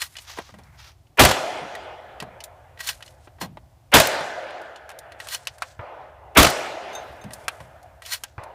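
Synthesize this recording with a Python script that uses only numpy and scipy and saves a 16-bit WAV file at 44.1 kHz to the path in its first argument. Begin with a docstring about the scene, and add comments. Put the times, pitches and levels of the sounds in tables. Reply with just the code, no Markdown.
"""In a wood, beside a plywood barricade, a self-loading shotgun fires three times, a few metres from the microphone.
Each blast is bursts of noise and a low punch; it overloads the microphone and the trees return a long dull roar.
Shells are loaded with clicks (short cracks and ringing metal) and slides (rough hiss), and a spent shell chimes.
The gun knocks the boards, cloth rustles and feet thud, all from shaped noise, the knocks with ringing metal too.
Two far guns boom, and a low rumble, which dips after each blast, lies over a faint hiss of leaves."""
import sys
import numpy as np
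from scipy import signal
from scipy.fft import rfft, irfft, next_fast_len
from scipy.io import wavfile
from scipy.ndimage import uniform_filter1d

SR = 44100
rng = np.random.default_rng(int(sys.argv[2]) if len(sys.argv) > 2 else 0)


def store_pcm(level_fs):
    """Save levels as 16-bit WAV."""
    pcm = np.round(np.clip(level_fs, -1, 1) * 32767).astype(np.int16)
    wavfile.write(sys.argv[1], SR, np.atleast_2d(pcm).T)


N = 376612
T = np.arange(N) / SR  # time in seconds

# In all tables "t60" is the time a sound takes to die by 60 dB; levels are those before the microphone.

# The three shots. Each row: start in seconds, level in dB, level of the wood's roar in dB, extra roar
# around 1600 Hz in dB, delay of the bolt's slam in seconds, bass adjustment in dB.
SHOT_EVENTS = [(1.1935, 6.5, -17, -6, 0.056, 3.5), (3.9383, 7.5, -19, 0, 0.061, -8),
               (6.371, 8, -18, -4, .058, 2.5)]
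# The blast opens sharp and sinks as the gas bubble grows. Each row: low edge in Hz, high edge in Hz,
# level in dB, rise time in seconds, t60 in seconds.
MUZZLE_BANDS = [(4080, 13000, -7.5, 0.0034, 0.095), (3000, 7400, -24, 0.0032, 0.46),
                (1230, 3500, 0.5, 0.0041, 0.087), (398, 1200, 2, 0.0061, 0.087),
                (118, 300, -1, 0.011, 0.074)]
# Every blast returns from ground and boards. Each row: delay in seconds, typical level in dB, t60 in
# seconds, added treble in dB, added bass in dB before the shot's own bass adjustment.
BLAST_RETURNS = [(.027, -1.5, .06, -5.5, -3), (.043, -9.5, .08, -8.5, -2.5), (.073, -10, .07, -13, -7),
                 (.092, -16, .13, -19, -9), (.117, -20.5, 0.057, -22, -21)]
# The bolt slams back, then shuts. Each row: seconds after the slam, level in dB, t60 in seconds,
# added treble in dB, added bass in dB before the shot's own bass adjustment.
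BOLT_SLAMS = [(0, 0, .045, 2.5, -10.5), (0.071, -25.5, 0.086, 7.5, -22)]
# Tone colour of returns and bolt. Each row: frequency in Hz, relative level in dB per Hz.
BLAST_COLOUR = [(24, -34), (40, -4), (163, -3.5), (283, -14), (329, 1), (412, -7.5), (630, 5.5), (873, -2),
                (2980, -6), (14500, -23), (16000, -32.5)]
# Tone colour of the wood's roar. Each row: frequency in Hz, relative level in dB per Hz.
ROAR_COLOUR = [(59, -56), (100, -24.5), (193, -21), (381, -10), (424, -15), (648, -4.5), (1100, -17.5),
               (1550, -8.5), (2000, -16.5), (6150, -29.5), (12400, -36.5), (14700, -46.5), (16000, -78)]
# How each pitch dies among the trees. Each row: frequency in Hz, t60 of near trees in seconds,
# t60 of far trees in seconds, level of far trees relative to near ones in dB.
WOOD_DECAY = [(120, 0.44, 1.7, -2.5), (303, 0.8, 2.48, -9.5), (630, 1.3, 3.86, -7.5), (1620, 1.2, 3.6, -11),
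              (3230, 1.48, 2.95, -13.5), (6160, 1.35, 1.5, -27), (15100, .6, 1.1, -14.5)]
# Metal and plastic clicks of loading. Each row: start in seconds, level in dB, pitch where the ring is
# strongest in Hz, added treble in dB.
LOADING_CLICKS = [(0.0179, -12, 2480, -9.5), (0.154, -29.5, 1940, -29), (0.635, -45, 5340, -25),
                  (0.167, -23, 3280, -16), (0.1853, -24.5, 3370, -22), (1.069, -50, 2950, -30),
                  (1.7511, -23, 1900, -15), (2.2016, -19, 2330, -15), (2.4044, -27, 2860, -15),
                  (2.439, -23.5, 7340, -9), (2.7745, -35.5, 1916, -22), (2.793, -30, 1940, -25),
                  (2.805, -20.5, 2000, -15), (2.8719, -16.5, 7300, -20), (2.889, -10, 3030, -12.5),
                  (3.0066, -34, 1430, -20), (3.025, -25, 2490, -19), (3.0618, -37, 4410, -16),
                  (3.0777, -34.5, 3170, -20), (4.5057, -29, 1380, -24), (4.616, -35, 1240, -14.5),
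                  (4.7597, -31.5, 3380, -19), (4.8918, -28, 1340, -13.5), (4.902, -29, 1330, -14),
                  (4.915, -30, 1330, -18), (4.9882, -34.5, 9800, 0), (5.12, -32, 2060, -16),
                  (5.2013, -22, 2050, -15), (5.213, -36, 1970, -15), (5.2708, -26, 1360, -11),
                  (5.286, -23.5, 3800, -7.5), (5.3461, -14, 2920, -8.5), (5.452, -40, 5230, -29),
                  (5.471, -13, 2630, -13.5), (5.5828, -37, 1380, -7), (5.621, -10, 1180, -20),
                  (7.24, -31.5, 1390, -12), (7.307, -32.5, 1810, -16), (7.334, -24.5, 9100, -6),
                  (7.4811, -8.5, 1380, -14.5), (7.829, -52, 1280, 3.5), (8.0209, -28, 1800, -14),
                  (8.052, -30, 3400, -22), (8.061, -26, 3400, -8), (8.134, -16, 2930, -4),
                  (8.2363, -19, 1510, -6), (8.436, -33.5, 1330, -10)]
# Ringing tones of the gun. Each row: frequency in Hz, relative level in dB, t60 in seconds before the
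# extra fade of each sound that uses them.
GUN_MODES = [(674, -32, 0.11), (784, -25, 0.062), (1130, -4, 0.19), (1346, 9.5, 0.015), (1590, -1.5, 0.19),
             (1912, 4.5, 0.098), (2660, 7.5, 0.019), (2964, 7.5, .06), (3350, 1.5, 0.031), (4237, 4, .05),
             (4700, -6, 0.038), (5450, -3, 0.042), (7050, -6, 0.099), (7300, -8, .05), (8800, -4, .04),
             (9100, -3, 0.09), (11800, -12, .04)]
# Dull knocks, mostly of the gun on the boards; the one at 4.208 s is an echo. Each row: start in seconds,
# level in dB, added treble in dB, t60 of the crack in seconds.
DULL_KNOCKS = [(.373, -30, -15, 0.093), (0.386, -21, -18, 0.068), (.492, -37, -23, 0.038),
               (0.5404, -39, -15, 0.081), (0.5857, -41, -13, 0.13), (2.224, -26.5, -15.5, 0.072),
               (3.273, -35, -35, 0.047), (3.385, -43, -30, .1), (3.412, -23, -30, 0.14),
               (3.4391, -33, -24.5, 0.076), (3.5716, -30.5, -28, .04), (4.208, -19.5, -21, .04),
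               (7.603, -31.5, -18.5, 0.064)]
# A spent shell's brass base lands and bounces. Each row: start in seconds, typical level in dB,
# pitch where the ring is favoured in Hz.
SHELL_CHIMES = [(6.929, -38, 7500), (6.95, -24.5, 5500), (7.213, -45, 6330)]
# Ringing tones of the brass. Each row: frequency in Hz, relative level in dB, t60 in seconds before an extra fade.
BRASS_MODES = [(2630, -8, .15), (3660, 0, 0.16), (3914, -13, .3), (6330, -1, 0.18), (6860, -14, .12),
               (7560, -10, .07), (8970, -12, 0.16), (11260, -10, .05), (12350, -24, 0.31), (13750, -24, .2)]
# A shell or the bolt slides home. Each row: start in seconds, time it seats in seconds, level on seating in dB.
SLIDE_EVENTS = [(-.03, 0.026, -33.5), (2.79, 2.809, -40), (2.828, 2.893, -31), (3.404, 3.417, -35),
                (5.28, 5.338, -32.5), (8.027, 8.075, -44), (8.089, 8.135, -30)]
# Cloth and hands rubbing. 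Each row: start in seconds, end in seconds, typical level in dB,
# top of the hiss in Hz.
RUSTLE_EVENTS = [(0.033, 0.244, -52.5, 11900), (0.249, .49, -43.5, 6200), (.5, 0.766, -55.5, 2200),
                 (0.777, .9, -47, 5800), (2.918, 3.12, -55.5, 11030), (3.18, 3.267, -60.5, 9050),
                 (5.195, 5.3, -50.5, 9040), (5.37, 5.465, -56, 8980), (5.607, 5.686, -47.5, 8040),
                 (5.477, 5.566, -57.5, 8990), (6.898, 7.257, -62, 13020), (7.316, 7.47, -54.5, 10990),
                 (7.5, 7.656, -59, 11040), (8.17, 8.23, -57, 11000), (8.244, 8.312, -55.5, 7000)]
# Feet on soft ground. Each row: start in seconds, level in dB before halving, pitch in Hz, t60 in seconds.
FOOTSTEPS = [(0.519, -39.5, 184, .45), (0.686, -39, 119, .2), (1.612, -31.5, 224, 0.2),
             (2.204, -32.5, 192, 0.38), (3.42, -25, 220, .22), (3.477, -35, 194.3, .45),
             (7.089, -34, 95, .17), (7.242, -27, 175, .3), (7.603, -36, 130, 0.4)]
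# Distant shots. Each row: start in seconds, level of the boom in dB, level of the roar in dB.
FAR_SHOTS = [(5.792, -27.5, -36.5), (8.38, -27, -38.5)]
# Tone colour of the far roar. Each row: frequency in Hz, relative level in dB per Hz.
FAR_ROAR_COLOUR = [(59, -36), (100, -26.5), (193, -22), (540, -4.5), (649, 0), (2470, -20), (2710, -23),
                   (8000, -53), (10400, -99), (17600, -120)]
# Level of the low rumble, which dips after each blast and recovers. Each row: time in seconds,
# typical level in dB.
RUMBLE_LEVELS = [(0.0, -55), (0.12, -55), (1.16, -54), (1.42, -57), (3.64, -51), (4.07, -56), (4.5, -66),
                 (4.68, -65), (4.95, -55.5), (6.42, -53.5), (6.66, -61.5), (6.92, -61), (7.25, -54),
                 (8.54, -55.5)]
# Tone colour of the low rumble of wind. Each row: frequency in Hz, relative level in dB per Hz.
RUMBLE_TONE = [(15, -40.5), (25, -18), (39, -5.5), (70, 5), (135, -2.5), (194, -25), (259, -24.5),
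               (300, -25), (390, -51.5), (660, -120)]
# Tone colour of the leaf hiss. Each row: frequency in Hz, relative level in dB per Hz.
LEAF_TONE = [(120, -39), (200, -14.5), (380, -11.5), (432, -19), (696, -9.5), (1480, -25), (4950, -29.5),
             (14900, -34.5), (16000, -41.5)]

LEAD_IN_S, LEAD_TICK_DB = 0.021, -36.5
SWELL_DB, SWELL_DB_PER_S = -7.5, 1500
PUNCH_HZ, PUNCH_DB, PUNCH_RISE_S = 73.6, -8.5, 0.0072
RETURN_SPREAD_DB = 1.5
CLICK_T60_S, CLICK_BODY_DB = 0.058, -25.5
KNOCK_HZ, KNOCK_BODY_DB, KNOCK_LOW_DB = 1605, -7, -8
BRASS_REACH_OCT, BRASS_TICK_DB = 1.4, -18
SLIDE_SWELL_DB, SLIDE_STOP_S, SLIDE_TREBLE_DB = -19.5, 0.044, -0.5
RUSTLE_EDGE_S, RUSTLE_SAG_DB, RUSTLE_FADE_S = 0.028, -5, 0.12
LEAF_DB = -63.5
MIC_LOW_HZ, MIC_CEILING, TOP_HZ = 39, 0.56, 15500


def blasts():
    """A faint lead-in, turbulent gas and a pressure punch, then the returns and the bolt."""
    out, t = np.zeros(N), T[:SR // 2]
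    for s, db, _, _, bolt_s, low_db in SHOT_EVENTS:
        add(out, s - LEAD_IN_S, lead_in())
        gas = 0
        for lo_hz, hi_hz, gas_db, rise, t60 in MUZZLE_BANDS:
            gas = gas + undb(gas_db) * band(lo_hz, hi_hz, len(t)) * fade(t, t60, rise)
        punch = np.sin(2 * np.pi * PUNCH_HZ * t) * fade(t, 0.14, PUNCH_RISE_S)
        punch *= undb(PUNCH_DB + 0.6 * low_db)
        add(out, s, undb(db) * (gas + punch))
        for delay, back_db, t60, treble_db, bass_db in BLAST_RETURNS:
            back_db += RETURN_SPREAD_DB * rng.standard_normal()
            add(out, s + delay, surge(t, back_db, t60, treble_db, bass_db + low_db))
        for delay, slam_db, t60, treble_db, bass_db in BOLT_SLAMS:
            add(out, s + bolt_s + delay, surge(t, slam_db, t60, treble_db, bass_db + low_db))
    return out


def lead_in():
    """A faint tick, then middle tones swell into the blast."""
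    t = T[:SR // 2]
    t = t[t < 1.5 * LEAD_IN_S]
    rise_db = SWELL_DB_PER_S * np.minimum(t - LEAD_IN_S, 0)
    swell = undb(SWELL_DB + rise_db) * band(380, 2600, len(t))
    tick = undb(LEAD_TICK_DB) * band(2000, 14000, len(t)) * fade(t, 0.057, 0.0018)
    return swell + tick


def surge(t, db, t60, treble_db, bass_db):
    """One return or slam: a burst of noise broken into lumps by scattered boards."""
    gas = noise(BLAST_COLOUR, len(t))
    gas += undb(treble_db) * band(3000, 17000, len(t)) * fade(t, t60 / 2)
    gas *= undb(3.8 * walk(140)[:len(t)])  # the lumps
    bass = undb(bass_db) * band(38, 330, len(t))
    return undb(db) * fade(t, t60, 0.0018) * (gas + bass)


def wood(shots, colour, far_db):
    """Trunks scatter each shot back; every band dies at its own pace and comes in patches."""
    out, patches = np.zeros(N), walk(8.8)
    t = T[::32]  # coarse time steps are enough for slow level curves
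    centres = 100 * 2 ** np.arange(0, 7.3, 1 / 4)  # Hz, four bands an octave
    share = on_log(centres, colour) + 10 * np.log10(centres)  # wider bands hold more power
    share -= 10 * np.log10(np.sum(undb(share) ** 2))  # total power of 1
    for hz, db in zip(centres, share):
        near_t60, far_t60, late_db = (on_log(hz, WOOD_DECAY, column=k) for k in (1, 2, 3))
        upper = np.exp(-np.log2(hz / 1600) ** 2 / 0.061)
        power = 0
        for s, roar_db, upper_db in shots:
            near = fade(t - s, near_t60, 0.012)
            far = undb(late_db + far_db) * fade(t - s, far_t60, 0.12)
            power = power + undb(roar_db + upper * upper_db) ** 2 * (near ** 2 + far ** 2)
        grain = noise([(hz / 2, -120), (hz / 1.09, 0), (hz * 1.09, 0), (hz * 2, -120)])
        flicker = undb(db + 1.1 * patches + 2.0 * walk(25))
        out += flicker * np.interp(T, t, np.sqrt(power)) * grain
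    return out


def loading():
    """Short clicks as parts of the action strike and ring."""
    out = np.zeros(N)
    for s, db, hz, treble_db in LOADING_CLICKS:
        add(out, s, click(db, hz, CLICK_BODY_DB, treble_db, CLICK_T60_S))
    return out


def click(db, hz, body_db, treble_db, t60):
    """A crack plus the gun's ringing tones nearest to where it is struck."""
    t = T[:SR // 5]
    reach = [np.exp(-np.log2(f / hz) ** 2 / 0.15) * rng.uniform(0.4, 1) + 1e-6 for f, _, _ in GUN_MODES]
    crack = 0.21 * band(hz / 2, hz * 2, len(t)) + 0.084 * band(1100, 4300, len(t))
    crack += undb(body_db) * band(560, 1030, len(t))
    crack += undb(treble_db) * band(3450, 10600, len(t)) * fade(t, 1.13 * t60)
    crack *= fade(t, t60, 0.00035) + 0.027 * fade(t, 3 * t60)  # main fade and a faint longer tail
    metal = 0.57 * ring(GUN_MODES, t, reach) * fade(t, 1.54 * t60)
    return undb(db) * (crack + metal)


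def knocks():
    """Dull knocks, mostly the gun on the boards: a click with more body, over a low burst."""
    out, t = np.zeros(N), T[:SR // 5]
    for s, db, treble_db, t60 in DULL_KNOCKS:
        low = undb(db + KNOCK_LOW_DB) * band(150, 780, len(t)) * fade(t, 1.12 * t60, 0.0011)
        add(out, s, click(db, KNOCK_HZ, KNOCK_BODY_DB, treble_db, t60) + low)
    return out


def chimes():
    """A spent shell's brass rings strongest near the struck pitch, after a tiny tick."""
    out, t = np.zeros(N), T[:SR // 2]
    for s, db, hz in SHELL_CHIMES:
        reach = [np.exp(-(np.log2(f / hz) / BRASS_REACH_OCT) ** 2) for f, _, _ in BRASS_MODES]
        chime = ring(BRASS_MODES, t, reach) * fade(t, 0.6, 0.0023)
        chime += undb(BRASS_TICK_DB) * band(3000, 15000, len(t)) * fade(t, 0.06)
        add(out, s, undb(db + 1.9 * walk(79)[:len(t)]) * chime)  # the tumbling shell wavers
    return out


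def slides():
    """Dense slips of friction hiss and shake the gun's ringing tones, louder until the part seats."""
    ticks = rng.standard_normal(N) * (rng.random(N) < 900 / SR)  # about 900 slips a second
    t = T[:SR // 10]
    modes = GUN_MODES[4:]
    shaken = ring(modes, t, rng.uniform(0.2, 1, len(modes))) * fade(t, 0.12)
    rattle = signal.fftconvolve(ticks, shaken)[:N]
    metal = band(1000, 5520) + 1.1 * rattle / np.std(rattle)
    metal += undb(SLIDE_TREBLE_DB) * band(4200, 14000)
    out = np.zeros(N)
    for start, seats, db in SLIDE_EVENTS:
        stop = seats + SLIDE_STOP_S
        times = [start - 0.02, start, seats, stop, stop + 0.047]
        push = np.interp(T, times, [-80, SLIDE_SWELL_DB, 0, -22, -80])
        out += undb(db + push) * metal
    return out * slips()


def rustles():
    """Cloth and hands rub with uneven friction that only hisses."""
    out, edge = np.zeros(N), RUSTLE_EDGE_S
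    for start, end, db, top_hz in RUSTLE_EVENTS:
        times = [start - edge, start, start + edge, end, end + edge, end + RUSTLE_FADE_S]
        push = np.interp(T, times, [-60, -10, 0, RUSTLE_SAG_DB, -15, -30], right=-99)
        hiss = noise([(150, -40), (800, -2), (top_hz, -4), (1.3 * top_hz, -16), (40000, -30)])
        out += undb(db + push + 2.1 * walk(25) + 2.3 * walk(70)) * hiss
    return out * slips()


def slips():
    """Friction lets go in slips of uneven size: a restless level of rms 1."""
    x = undb(1.1 * walk(150) + 1.0 * walk(420))
    return x / np.sqrt(np.mean(x ** 2))


def steps():
    """Feet on soft ground: low bursts of noise that rise gently and die."""
    out, t = np.zeros(N), T[:SR // 2]
    for s, db, hz, t60 in FOOTSTEPS:
        thud = band(hz / 1.54, hz * 1.14, len(t)) * fade(t, t60, 0.0072)
        add(out, s, undb(db) * 0.5 * thud)
    return out


def far_guns():
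    """A dull crack and about two cycles of boom, then the wood answers."""
    out, t = np.zeros(N), T[:SR // 4]
    for s, boom_db, _ in FAR_SHOTS:
        boom = np.sin(2 * np.pi * 105 * t) * fade(t, 0.1) * (t < 0.02)
        crack = 0.62 * band(340, 1980, len(t)) * fade(t, 0.067)
        add(out, s, undb(boom_db) * (boom + crack))
    return out + wood([(s, roar_db, 0) for s, _, roar_db in FAR_SHOTS], FAR_ROAR_COLOUR, 2.3)


def breeze():
    """Low rumble of wind on the microphone over the faint hiss of leaves, both wandering in level."""
    rumble_db = np.interp(T, *np.transpose(RUMBLE_LEVELS)) + 1.1 * walk(4.0)
    rumble = undb(rumble_db) * noise(RUMBLE_TONE)
    leaves = undb(LEAF_DB + 1.5 * walk(1.4)) * noise(LEAF_TONE)
    return rumble + leaves


def undb(db):
    """Turn dB into a plain multiplier."""
    return 10 ** (np.asarray(db) / 20)


def on_log(hz, table, column=1):
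    """Read a table along a log-frequency axis."""
    table = np.array(table, float)
    return np.interp(np.log(hz), np.log(table[:, 0]), table[:, column])


def noise(table, size=N):
    """Noise of rms 1 coloured by (Hz, dB) points."""
    fast = next_fast_len(size)
    hz = np.maximum(np.fft.rfftfreq(fast, 1 / SR), 1)
    spectrum = rfft(rng.standard_normal(fast)) * undb(on_log(hz, table))
    x = irfft(spectrum, fast)[:size]
    return x / np.std(x)


def band(lo_hz, hi_hz, size=N):
    """Noise of rms 1, strongest between two edges and sloping away outside them."""
    return noise([(lo_hz / 8, -80), (lo_hz, 0), (hi_hz, 0), (hi_hz * 8, -80)], size)


def fade(t, t60, rise=0.00013):
    """Quick rise from t = 0 while dying by 60 dB in t60 seconds (at least 4 ms)."""
    t = np.maximum(t, 0)
    return (1 - np.exp(-t / rise)) * undb(-60 * t / max(t60, 0.004))


def walk(rate):
    """Smooth random wandering of spread 1, with `rate` new values a second."""
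    k = int(SR / rate)
    x = np.repeat(rng.standard_normal(N // k + 1), k)
    x = uniform_filter1d(uniform_filter1d(x, k), k)[:N]
    return x / np.std(x)


def add(out, s, x):
    """Mix x in at s seconds."""
    i = int(s * SR)
    out[i:i + len(x)] += x[:len(out) - i]


def ring(modes, t, gains):
    """Struck metal: dying sine tones that start at t = 0, scaled to a peak of 1."""
    x = 0
    for gain, (hz, db, t60) in zip(gains, modes):
        x = x + gain * undb(db) * np.sin(2 * np.pi * hz * t) * fade(t, t60)
    return x / np.abs(x).max()


def scene():
    """Add all the sources together as one channel."""
    shots = [(s, roar_db, upper_db) for s, _, roar_db, upper_db, _, _ in SHOT_EVENTS]
    gun = blasts() + wood(shots, ROAR_COLOUR, 0.0)
    handling = loading() + knocks() + chimes() + slides() + rustles()
    return (gun + handling + steps() + far_guns() + breeze())[None]


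def record(dry):
    """Deep bass is lost, the microphone overloads with flat tops, and the top is cut."""
    low_cut = signal.butter(2, MIC_LOW_HZ, "high", fs=SR, output="sos")
    x = signal.sosfilt(low_cut, dry)
    flat = x / (1 + np.abs(x / MIC_CEILING) ** 4) ** (1 / 4)
    top_cut = signal.ellip(12, 0.2, 100, TOP_HZ, fs=SR, output="sos")
    return signal.sosfilt(top_cut, flat)


dry = scene()
out = record(dry)
store_pcm(out)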